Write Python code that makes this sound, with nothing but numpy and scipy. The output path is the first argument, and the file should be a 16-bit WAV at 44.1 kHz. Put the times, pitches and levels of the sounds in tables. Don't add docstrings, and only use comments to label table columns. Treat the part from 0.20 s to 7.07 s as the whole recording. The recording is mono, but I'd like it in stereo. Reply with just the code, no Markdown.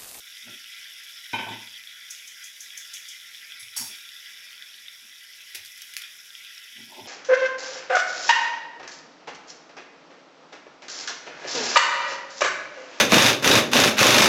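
import sys
import numpy as np
from scipy import signal
from scipy.fft import rfft, irfft, next_fast_len
from scipy.io import wavfile
from scipy.ndimage import uniform_filter1d, map_coordinates

SR = 44100
rng = np.random.default_rng(int(sys.argv[2]) if len(sys.argv) > 2 else 0)


def store_pcm(level_fs):
    pcm = np.round(np.clip(level_fs, -1, 1) * 32767).astype(np.int16)
    wavfile.write(sys.argv[1], SR, np.atleast_2d(pcm).T)


N = 302967


def amp(db):
    return 10 ** (np.asarray(db) / 20)


def unit(x):
    return x / np.sqrt(np.mean(x ** 2) + 1e-20)


def along(points, hz):
    f, v = np.transpose(points)
    return np.interp(np.log(hz + 1), np.log(f + 1), v)


def level_curve(rows):
    s, db = np.transpose(rows)
    return np.interp(np.arange(N) / SR, s, db)


def wobble(rate):
    knots = rng.standard_normal(int(N * rate / SR) + 4)
    return map_coordinates(knots, [np.arange(N) * rate / SR])


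def filtered(x, response):
    size = x.shape[-1]
    m = next_fast_len(size + SR // 10)
    return irfft(rfft(x, m) * response(np.fft.rfftfreq(m, 1 / SR)), m)[..., :size]


def band(x, low_hz, high_hz):
    def response(hz):
        below = 1 + (low_hz / (hz + 1)) ** 8
        above = 1 + (hz / high_hz) ** 8
        return 1 / np.sqrt(below * above)
    return filtered(x, response)


# f/Hz, correlation [0 to 1]
LEFT_RIGHT_LIKENESS = [(40, 0.61), (80, 0.57), (160, 0.78), (270, 0.7), (450, 0.62), (740, 0.079),
                       (1220, 0.091), (2010, 0.3), (3330, 0.27), (5500, 0.2), (9000, 0.0068)]


def stereo(pair, spectrum):
    def mid_side_response(hz):
        turn = np.arccos(np.clip(along(LEFT_RIGHT_LIKENESS, hz), 0, 1)) / 2
        return amp(along(spectrum, hz)) * [np.cos(turn), np.sin(turn)]
    mid, side = filtered(pair, mid_side_response)
    return unit(np.array([mid + side, mid - side]))


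def noise(spectrum, size):
    return stereo(rng.standard_normal((2, size)), spectrum)


# f/Hz, left minus right level/dB
PORT_DIFFERENCE = [(200, 8), (700, -4), (1100, 9), (1370, -7), (1650, 10), (2000, -5), (2450, 5),
                   (3000, -2.5), (3450, 1), (4300, -4), (5500, 0.5), (6500, -5.5), (8200, -7.5),
                   (10200, 13), (12000, 6), (15500, 8)]


def at_ports(x):
    half_each = np.array([[.5], [-.5]])
    return filtered(x, lambda hz: amp(along(PORT_DIFFERENCE, hz) * half_each))


def fade(t, t60):
    return np.exp(-np.log(1000) * t / max(t60, 1e-4))


def ring(modes, t):
    total = 0
    for hz, db, t60 in modes:
        phase = rng.uniform(0, 2 * np.pi) + rng.normal(0, min(hz / 1200, 2), (2, 1))
        level = amp(db + rng.normal(0, 1))
        total = total + level * fade(t, t60) * np.sin(2 * np.pi * hz * t + phase)
    return total


def add(track, s, sound):
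    part = track[:, max(round(s * SR), 0):][:, :sound.shape[-1]]
    part += sound[..., :part.shape[-1]]


# f/Hz, T60/s
KITCHEN_DECAY = [(200, 0.11), (2000, 0.61), (6000, 0.22), (15000, 0.17)]


def kitchen(x, wet_db):
    hz, t, z = signal.stft(rng.standard_normal((2, SR // 2)), SR, nperseg=256)
    decay = 1000. ** (-t / along(KITCHEN_DECAY, hz)[:, None])
    tail = signal.istft(z * decay, SR, nperseg=256)[1]
    tail = tail / np.linalg.norm(tail[0])
    return x + amp(wet_db) * signal.fftconvolve(x, tail, axes=1)[:, :x.shape[-1]]


# f/Hz, level/dB per Hz
BURNER_SPECTRUM = [(15, -54), (25, -19), (76, -10), (162, -12.5), (229, -8), (330, -16), (376, -6),
                   (498, -11.5), (618, -6.5), (779, -11), (1300, -2.5), (1690, -31), (2860, -120)]


def burner():
    flutter_db = 1.1 * wobble(9)
    return noise(BURNER_SPECTRUM, N) * amp(-70.5 + flutter_db)


# t/s, level/dB, lowest f/Hz, highest f/Hz
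LOW_BUMPS = [(0.269, -51, 500, 616), (3.42, -53.5, 91, 140), (3.564, -47.5, 664, 1200),
             (3.59, -43, 115, 300), (3.611, -42, 750, 1200), (3.69, -53, 200, 650), (4.82, -61, 190, 260),
             (5.345, -53, 350, 840), (5.375, -55, 50, 100), (6.575, -59, 700, 900), (6.802, -44, 110, 263),
             (6.853, -41.5, 330, 900)]
# t/s of the stop, level/dB, lowest f/Hz, highest f/Hz
COUNTER_SLIDES = [(0.295, -48, 149, 380), (6.60, -48.5, 151, 297), (6.69, -52, 190, 280),
                  (6.725, -48, 560, 1000), (6.79, -39.5, 300, 1050)]
# f/Hz, level/dB per Hz
BOOM_SPECTRUM = [(45, -12), (75, -3), (112, 6.5), (155, -17), (200, -2.5), (235, 3.5), (305, -7.5),
                 (375, 0.5), (490, -19.5), (610, -0.5), (700, -10), (900, 0), (1040, -6.5), (1200, -35),
                 (2000, -40)]
BUMP_RISE_CYCLES, BUMP_T60_S = 2.7, 0.26
SLIDE_SWELL_DB_PER_S, SLIDE_T60_S = 420, 0.28


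def bumps():
    out, t = np.zeros((2, N)), np.arange(SR // 2) / SR

    def boom(low_hz, high_hz):
        return unit(band(noise(BOOM_SPECTRUM, len(t)), low_hz, high_hz))

    for s, db, low_hz, high_hz in LOW_BUMPS:
        rise = BUMP_RISE_CYCLES / np.sqrt(low_hz * high_hz)
        envelope = fade(t, BUMP_T60_S) * (1 - np.exp(-t / rise))
        add(out, s, amp(db) * boom(low_hz, high_hz) * envelope)
    stop = t.mean()
    swell = np.minimum(amp(SLIDE_SWELL_DB_PER_S * (t - stop)), fade(t - stop, SLIDE_T60_S))
    for s, db, low_hz, high_hz in COUNTER_SLIDES:
        add(out, s - stop, amp(db) * boom(low_hz, high_hz) * swell)
    return out * amp([[1.5], [-1.5]])


# t/s, level/dB, T60/s
HOB_CLICKS = [(5.348, -27.5, 0.067), (5.356, -27, 0.02), (5.449, -32, 0.014), (5.459, -33, .012),
              (5.577, -32, .008), (5.619, -28.5, 0.022), (5.737, -33, 0.031), (5.7672, -15.5, 0.005),
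              (5.774, -30, 0.021), (5.82, -31, .015)]
# f/Hz, level/dB per Hz
CLICK_SPECTRUM = [(900, -34), (1500, -4.5), (2900, -1.5), (4200, -4.5), (5500, -0.5), (8000, -11),
                  (11000, -4), (15800, -10)]


def clicks():
    out, t = np.zeros((2, N)), np.arange(SR // 8) / SR
    for s, db, t60 in HOB_CLICKS:
        add(out, s, amp(db) * noise(CLICK_SPECTRUM, len(t)) * fade(t, t60))
    thin = band(out, low_hz=1570, high_hz=16000)
    return kitchen(thin * amp([[1.5], [-1.5]]), wet_db=-2)


# t/s, level/dB
SIEVE_SHAKES = [(1.9086, -31), (2.078, -37), (2.243, -35.5), (2.408, -34), (2.578, -32), (2.740, -30),
                (2.889, -34.5)]
# f/Hz, level/dB per Hz
WIRE_SPECTRUM = [(3000, -32), (5000, -2.5), (5700, 4), (6400, 6.5), (7300, -1), (8500, -8), (12000, -8.5),
                 (15800, -20)]
# t/s, level/dB, rise time constant/s, ring level/dB
SIEVE_CLASHES = [(3.393, -45.5, 0.0037, 1), (3.5637, -29, 0.00043, -10.5), (3.5711, -27, 0.00068, -11)]
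# f/Hz, level/dB per Hz
STEEL_SPECTRUM = [(700, -35), (1200, -14), (1750, -11), (2800, -12), (4150, -12.5), (4750, 2.5), (5150, -6),
                  (5580, 7.5), (6000, -10), (6350, 1), (7200, -8.5), (8900, -7), (9900, -4), (15800, -14.5)]
# f/Hz, level/dB, T60/s
STEEL_MODES = [(4730, -15, 0.27), (4940, -9, .3), (5610, -8, 0.51), (5740, -24, .5), (6300, -14, .4),
               (8040, -5, 0.32), (8350, -6, 0.27), (9520, -5, .3), (10200, 0, 0.28), (11550, -5, .25)]


def sieve():
    out, t = np.zeros((2, N)), np.arange(SR * 3 // 4) / SR
    lead = 0.016
    for s, db in SIEVE_SHAKES:
        strike = fade(abs(t - lead), t60=0.024)
        echo = amp(-3.5) * (t > lead) * fade(t, t60=0.36)
        add(out, s - lead, amp(db) * noise(WIRE_SPECTRUM, len(t)) * np.hypot(strike, echo))
    for s, db, rise, ring_db in SIEVE_CLASHES:
        rattle = amp(1.3 * wobble(292)[:len(t)])
        decay = fade(t, t60=0.5) + 0.5 * fade(t, t60=0.01)
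        crash = noise(STEEL_SPECTRUM, len(t)) * rattle * decay
        clash = crash + amp(ring_db) * ring(STEEL_MODES, t)
        add(out, s, amp(db) * clash * (1 - np.exp(-t / rise)))
    return at_ports(out)


# t/s, level/dB, brightness as upper f/Hz
POT_KNOCKS = [(1.1317, -25.5, 4270), (1.186, -27, 3400), (1.227, -37.5, 2800), (1.266, -29, 1730),
              (1.304, -26, 446), (1.313, -38.5, 3800), (1.40, -45.5, 1100)]
# f/Hz, level/dB per Hz
POT_SPECTRUM = [(50, -50), (105, -16), (151, -26.5), (250, -13), (480, -18), (780, -10), (930, -1),
                (1060, -11), (1260, -26), (1500, -9.5), (1700, -16), (2100, -14.5), (2420, -3), (2760, -23),
                (3060, -1.5), (3300, -20), (3700, -12), (4200, -25), (6500, -15), (12000, -70)]
# f/Hz, level/dB, T60/s
POT_MODES = [(111.4, -6.5, 0.48), (215.7, -8.5, 0.51), (246.7, -6, 0.34), (907, 4, 0.49), (948, -4, 0.31),
             (1011, -2, 0.27), (1520, 3.6, .42), (2180, -2, .3), (2430, 2.5, 0.45), (2445, -10, 0.88),
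             (2630, -2, 0.39), (3090, -3, 0.56), (3070, -11, 0.27), (3790, 0, 0.45)]
CLANK_T60_S, SHUDDER_T60_S, SHUDDER_DB = 0.28, 0.41, -3.5
RING_DB, RING_LOSS_DB_PER_S = -7.5, 48


def pot():
    out, t = np.zeros((2, N)), np.arange(SR * 3 // 4) / SR
    onset = 1 - np.exp(-t / .0008)
    decay = np.hypot(fade(t, CLANK_T60_S), amp(SHUDDER_DB) * fade(t, SHUDDER_T60_S))
    first_s = POT_KNOCKS[0][0]
    for s, db, bright_hz in POT_KNOCKS:
        ring_db = RING_DB - RING_LOSS_DB_PER_S * (s - first_s)
        clank = noise(POT_SPECTRUM, len(t)) * decay + amp(ring_db) * ring(POT_MODES, t)
        add(out, s, amp(db) * band(clank * onset, low_hz=91, high_hz=bright_hz))
    return out * amp([[.3], [-.3]])


# t/s, relative level/dB, pitch f/Hz
LARGE_BURSTS = [(1.6728, -27, 3430), (2.5047, -31, 3420), (3.147, -31, 3400), (3.3209, -28, 3300),
                (4.4236, -28, 3430), (4.6828, -28, 3600), (5.8178, -31.5, 3430), (5.8376, -29.5, 3370),
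                (6.1518, -27.5, 3240), (6.3793, -29.5, 5360)]
# f/Hz, level/dB per Hz
SIZZLE_SPECTRUM = [(1000, -38), (1250, -27), (1370, -5), (1530, -9), (2020, -2.5), (2450, -2.5),
                   (2960, -6.5), (3450, 0), (3800, -4.5), (4230, -13), (5450, -3), (6200, -15.5),
                   (8400, -25), (10200, -23), (11800, -22), (15800, -31.5)]


def bursts():
    out, t = np.zeros((2, N)), np.arange(SR // 20) / SR
    pop = fade(t, t60=.012) * (1 - np.exp(-t / .0003))
    for s, db, hz in LARGE_BURSTS:
        snap = np.sin(2 * np.pi * hz * t) + .4 * noise(SIZZLE_SPECTRUM, len(t))
        add(out, s, amp(db + 2.4) * pop * snap)
    return kitchen(out, wet_db=-5.0)


def bubbles(rate, low_hz, high_hz, life, spread_db, size=200):
    when, pitch, big, long = rng.random((int(rate * N / SR), 4)).T[:, :, None]
    t = np.arange(size) / SR
    tau = life * (.5 + long)
    strength = amp(-spread_db * np.log(0.027 + big)) / np.sqrt(tau)
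    hz = low_hz + pitch * (high_hz - low_hz)
    grains = strength * np.exp(-t / tau) * np.sin(2 * np.pi * hz * t)
    places = (when * N).astype(int) + np.arange(size)
    return unit(np.bincount(places.ravel(), grains.ravel(), N + size)[:N])


def patchy(pair, depth_db):
    z = signal.stft(pair, nperseg=512)[2]
    field = rng.standard_normal(z.shape[1:])
    field = uniform_filter1d(field, size=4, axis=0)
    field = uniform_filter1d(field, size=11, axis=1)
    return signal.istft(z * amp(depth_db * unit(field)), nperseg=512)[1][:, :N]


# t/s, relative level/dB
BOIL_LEVEL = [(0.0, -45), (0.55, -45), (1.03, -45.5), (1.36, -43), (1.64, -46.5), (2.51, -46), (2.64, -45),
              (3.62, -47.5), (3.73, -44.5), (4.59, -47), (4.95, -48), (5.7, -48), (6.1, -48), (6.33, -46.5),
              (6.54, -47.5), (6.87, -46.5)]
# t/s, relative level/dB
SPRAY_LEVEL = [(0.0, -54), (1.84, -55.5), (2.43, -54.5), (5.05, -57), (5.63, -53.5), (5.81, -54.5),
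               (6.87, -57.5)]
HEAVE_PER_S, HEAVE_DB = 11, 0.75


def sizzle():
    coarse = np.array([bubbles(rate=1700, low_hz=1243, high_hz=6794, life=0.00069, spread_db=3.5)
                       for _ in range(2)])
    fine = np.array([bubbles(rate=4000, low_hz=5450, high_hz=15700, life=0.00021, spread_db=0.0)
                     for _ in range(2)])
    share = lambda hz: 1 / (1 + (hz / 6500) ** 8)
    swarms = patchy(kitchen(coarse, wet_db=-1.5), depth_db=2.5)
    crackle = unit(filtered(stereo(swarms, SIZZLE_SPECTRUM), lambda hz: np.sqrt(share(hz))))
    spitting = kitchen(fine, wet_db=-9.0)
    spray = unit(filtered(stereo(spitting, SIZZLE_SPECTRUM), lambda hz: np.sqrt(1 - share(hz))))
    plips = bubbles(rate=110, low_hz=3150, high_hz=3700, life=.0012, spread_db=4.5, size=400)
    heave_db = HEAVE_DB * wobble(HEAVE_PER_S)
    flurry_db = .8 * wobble(35)
    sauce_db = level_curve(BOIL_LEVEL) + heave_db + flurry_db
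    sauce = (amp(2.5) * crackle + amp(-8.0) * plips) * amp(sauce_db)
    spray_db = level_curve(SPRAY_LEVEL) + 5.0 + 0.21 * wobble(9) + 0.93 * wobble(50)
    return at_ports(sauce + spray * amp(spray_db))


def scene():
    low_cut = lambda hz: 1 / np.sqrt(1 + (1320 / (hz + 1)) ** 24)
    bubbling = filtered(sizzle() + bursts(), low_cut)
    return burner() + bumps() + clicks() + sieve() + pot() + bubbling


TOP_HZ = 15850


def record(dry):
    return filtered(dry, lambda hz: hz < TOP_HZ)


dry = scene()
out = record(dry)
store_pcm(out)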